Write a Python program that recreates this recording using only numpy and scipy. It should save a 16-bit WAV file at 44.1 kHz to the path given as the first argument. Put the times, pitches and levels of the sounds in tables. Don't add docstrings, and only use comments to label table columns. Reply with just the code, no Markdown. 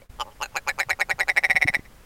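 import sys
import numpy as np
from scipy import signal
from scipy.fft import rfft, irfft, next_fast_len
from scipy.io import wavfile
from scipy.ndimage import map_coordinates

SR = 44100
rng = np.random.default_rng(int(sys.argv[2]) if len(sys.argv) > 2 else 0)


def generate_wav(sig):
    pcm = np.round(np.clip(np.atleast_2d(sig).T, -1, 1) * 32767).astype(np.int16)
    wavfile.write(sys.argv[1], SR, pcm)


N = 90404

# (frequency [Hz], relative level [dB])
HISS_SPECTRUM = [(120, -30), (200, -9), (340, -14.5), (440, -11), (482, -11), (722, -13), (1300, -14),
                 (1980, -16.5), (3490, -23), (16000, -28.5)]
# (frequency [Hz], relative level [dB])
RUMBLE_SPECTRUM = [(12, -2), (22, -3.5), (40, 0), (65, -8), (113, -10.5), (250, -21), (500, -30.5),
                   (1500, -47)]
# (time [s], level [dB])
AIR_DIP = [(.03, -5.5), (.06, -12.5), (0.089, -29), (0.098, -3.5)]
# (frequency [Hz], level [dB], time to fade by 60 dB [s])
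TICK_TONES = [(550, -43.5, 0.067), (2270, -48, 0.039), (3000, -53, .015)]
# (time [s], level [dB], frequency [Hz], width [s])
AIR_BUMPS = [(0.101, -32, 37.4, 0.0033), (0.873, -37, 110, 0.004), (0.933, -40.5, 68, 0.006),
             (1.141, -36.5, 128, 0.0035), (1.5, -29.5, 173, 0.0014), (1.552, -30, 144, 0.0026),
             (1.655, -21, 113.2, 0.0036), (1.657, -26, 286.1, 0.0038), (1.70, -30, 167, 0.0026),
             (1.769, -29, 219, 0.001), (1.794, -25.5, 189.4, 0.00098)]
# (start [s], length [s], peak pitch [Hz],
# level [dB], throat opening at start [0-1], at end [0-1], second resonance halfway through [Hz],
# treble tilt [dB], fade over the croak [dB])
CROAK_RUN = [ (0.1885, 0.048, 159, -16.5, 0.19, 0.11, 3010, -2, 9),
             (0.241, .082, 118.6, -32.5, 0.04, 0.06, 2650, -29, 13),
             (0.4038, 0.055, 166.5, -15, 0, 0.55, 2730, -2, 8.5),
             (0.5461, 0.047, 182, -13, 0.02, 0.68, 2427, -2, 2),
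             (.6662, 0.05, 194.8, -13.5, 0.06, 0.78, 2313, 0, 3.5),
             (0.7799, 0.051, 203.9, -14, 0.2, 0.86, 2265, 0.5, 10),
             (0.887, 0.045, 206.5, -12, 0.21, 0.95, 2276, -0.5, 8),
             (0.99, 0.049, 210.2, -12, 0.31, 0.93, 2230, -1.5, 8),
             (1.088, 0.048, 215.9, -12, 0.38, 0.97, 2236, -2.5, 8),
             (1.1833, 0.049, 214.9, -11.5, 0.32, 0.96, 2210, -2.5, 1.5),
             (1.2749, 0.044, 216, -11, 0.58, 1, 2210, -1, 10.5),
             (1.3568, 0.04, 217.4, -9.5, 0.73, 0.99, 2200, 0, 1),
             (1.429, .0389, 211.4, -11, 0.86, 0.99, 2220, 0.5, 10),
             (1.491, 0.039, 202.3, -11, 0.95, 0.96, 2194, 0.5, 15),
             (1.548, .0366, 196.7, -11.5, 0.93, 0.99, 2231, 0.5, -2),
             (1.6068, 0.035, 190.5, -11, 1, 1, 2230, 0.5, 2.5),
             (1.6666, 0.037, 186.2, -11.5, 0.92, 1, 2205, 1, 5.5),
             (1.73, 0.041, 175.6, -13, 0.71, 0.99, 2225, 0.5, 2.5)]
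CROAK_PITCH = [(0, .58), (.25, .76), (.5, 1), (.75, .84), (1, .41)]
# (progress [0-1], force [dB])
CROAK_FORCE = [(0, -17.5), (.17, -5.5), (.35, -1), (.5, 1), (.65, -1.5), (.85, -7), (1, -1.5)]
# (frequency closed [Hz], half open [Hz],
# open [Hz], level closed [dB], half open [dB], open [dB], time to fade by 60 dB [s])
LOW_RESONANCES = [(553, 560, 570, -14.5, -16.5, -21, 0.022), (858, 788, 742, -4.5, -14, -15, .032),
                  (1097, 1487, 1952, -3, -6, 2, 0.02)]
# (level closed [dB], half open [dB], open [dB])
SECOND_LEVELS = [-1.5, -4.5, 3]
# (frequency closed [Hz], half open [Hz], open [Hz],
# level closed [dB], half open [dB], open [dB], time to fade by 60 dB [s])
HIGH_RESONANCES = [(4690, 4150, 3830, -31, -11.5, -19, 0.024), (5200, 4450, 5541, -9, -16.5, -14.5, 0.013),
                   (5480, 6670, 7000, -24, -7.5, -39.5, 0.02), (7060, 6940, 8603, -19.5, -17, -26.5, 0.025),
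                   (9600, 8500, 8900, -28, -19.5, -39.5, 0.019),
                   (11750, 12000, 15000, -32, -19, -36, 0.024)]
# (frequency [Hz], relative level [dB])
RASP_SPECTRUM = [(250, -16), (500, -19.5), (1200, 0), (2300, -0.5), (3100, -65.5), (4500, 5), (6200, -7.5),
                 (7700, -28.5), (9000, 2.5), (12500, -5), (16000, -13)]

HISS_DB, RUMBLE_DB, GUST_DB = -52, -46, -1
OPENS_FROM, OPENS_BY = 0.048, 0.65
SECOND_DROP = 0.14
BRIGHTENS = 0.99
TILT_PIVOT_HZ, TILT_OCTAVES = 795, 1.8
JITTER_S, FORCE_SCATTER_DB, DETUNE = 0.00005, 1.15, 0.011
ATTACK_S, SECOND_FADE_S = 0.00013, 0.018
RASP_DB, RASP_FADE_S = -23, 0.014
BASS_CUT_HZ, TOP_HZ = 497, 16100
GROUND_DELAY_S, GROUND_SHARE = 0.000775, 0.05


def amp(db):
    return 10 ** (np.asarray(db) / 20)


def unit(x):
    return x / np.sqrt(np.mean(x ** 2) + 1e-20)


def fall(t, fade_s):
    return np.exp(-np.log(1000) * t / fade_s)


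def filtered(x, response):
    size = next_fast_len(N + SR // 2)
    return irfft(rfft(x, size) * response(np.fft.rfftfreq(size, 1 / SR)), size)[:N]


def noise(spectrum):
    freqs, db = np.transpose(spectrum)
    gain = lambda hz: amp(np.interp(np.log(hz + 1), np.log(freqs + 1), db))
    return unit(filtered(rng.standard_normal(N), gain))


def wobble(rate):
    points = rng.standard_normal(int(N * rate / SR) + 4)
    return map_coordinates(points, [np.arange(N) * rate / SR])


def air():
    dip = amp(np.interp(np.arange(N) / SR, *np.transpose(AIR_DIP)))
    hiss = amp(HISS_DB) * noise(HISS_SPECTRUM)
    rumble = amp(RUMBLE_DB) * unit(noise(RUMBLE_SPECTRUM) * amp(GUST_DB * wobble(9.5)))
    return dip * (hiss + rumble)


def tick(start_s=0.019):
    t = np.maximum(np.arange(N) / SR - start_s, 0)
    return sum(amp(db) * fall(t, fade_s) * np.sin(2 * np.pi * hz * t) for hz, db, fade_s in TICK_TONES)


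def bumps():
    t = np.arange(N) / SR
    return sum(amp(db) * np.exp(-.5 * ((t - at) / width) ** 2) * np.cos(2 * np.pi * hz * (t - at))
               for at, db, hz, width in AIR_BUMPS)


def pulse_places(length, pitch_hz):
    progress = np.linspace(0, 1, 400)
    pulse_rate = pitch_hz * np.interp(progress, *np.transpose(CROAK_PITCH))
    cycles = np.cumsum(pulse_rate) * length / len(progress)
    return np.interp(np.arange(0, cycles[-1] - cycles[0]), cycles - cycles[0], progress)


def throat(t, opening, second_hz, treble_db):
    blend = lambda values: np.interp(opening, [0, .5, 1], values)
    tuned = lambda rows: [(blend(row[:3]), blend(row[3:6]), row[-1]) for row in rows]
    second = (second_hz, blend(SECOND_LEVELS), SECOND_FADE_S)
    resonances = tuned(LOW_RESONANCES) + [second] + tuned(HIGH_RESONANCES)
    signs = [-1, -1, 1, -1, 1, -1, 1, -1, 1, -1]
    ring = np.zeros(len(t))
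    for sign, (hz, db, fade_s) in zip(signs, resonances):
        tilt_db = treble_db * np.clip(np.log2(hz / TILT_PIVOT_HZ) / TILT_OCTAVES, -1, 1)
        tone = np.sin(2 * np.pi * hz * (1 + DETUNE * rng.normal()) * t)
        ring += sign * amp(db + tilt_db) * fall(t, fade_s) * tone
    return ring * (1 - np.exp(-t / ATTACK_S))


def ptarmigan():
    voice, puffs, size = np.zeros(N), np.zeros(N), SR // 30
    for start, length, pitch_hz, db, open_start, open_end, second_hz, treble_db, fade_db in CROAK_RUN:
        for progress in pulse_places(length, pitch_hz):
            pulse_s = start + progress * length + JITTER_S * rng.normal()
            i = int(pulse_s * SR) + 1
            t = (i + np.arange(size)) / SR - pulse_s
            moved = np.clip((progress - OPENS_FROM) / (OPENS_BY - OPENS_FROM), 0, 1)
            opening = open_start + (open_end - open_start) * np.sin(np.pi / 2 * moved) ** 2
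            force_db = np.interp(progress, *np.transpose(CROAK_FORCE))
            strength = amp(db + force_db - fade_db * (progress - .5) + FORCE_SCATTER_DB * rng.normal())
            bright_db = treble_db + BRIGHTENS * force_db
            glide = 1 - SECOND_DROP * (progress - .5)
            voice[i:i + size] += strength * throat(t, opening, second_hz * glide, bright_db)
            puffs[i:i + size] += strength * amp(RASP_DB + bright_db) * fall(t, RASP_FADE_S)
    return voice + puffs * noise(RASP_SPECTRUM)


def small_body(hz):
    ratio = hz / BASS_CUT_HZ
    return -ratio ** 2 / (1 + 1j * ratio - ratio ** 2)


def ground_bounce(hz):
    return 1 + GROUND_SHARE * np.exp(-2j * np.pi * hz * GROUND_DELAY_S)


def scatter(x, delay_s, fade_s):
    t = np.arange(SR // 4) / SR
    tail = rng.standard_normal(len(t)) * fall(np.abs(t - delay_s), fade_s) * (t > delay_s)
    return signal.fftconvolve(x, tail / np.linalg.norm(tail))[:N]


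def scene():
    bird = filtered(ptarmigan(), lambda hz: small_body(hz) * ground_bounce(hz))
    stones = amp(-12) * scatter(bird, delay_s=0.0022, fade_s=0.03)
    far_slope = amp(-31) * scatter(bird, delay_s=0.105, fade_s=0.03)
    return (air() + tick() + bumps() + bird + stones + far_slope)[None]


def record(dry):
    return filtered(dry[0], lambda hz: hz < TOP_HZ)[None]


dry = scene()
out = record(dry)
generate_wav(out)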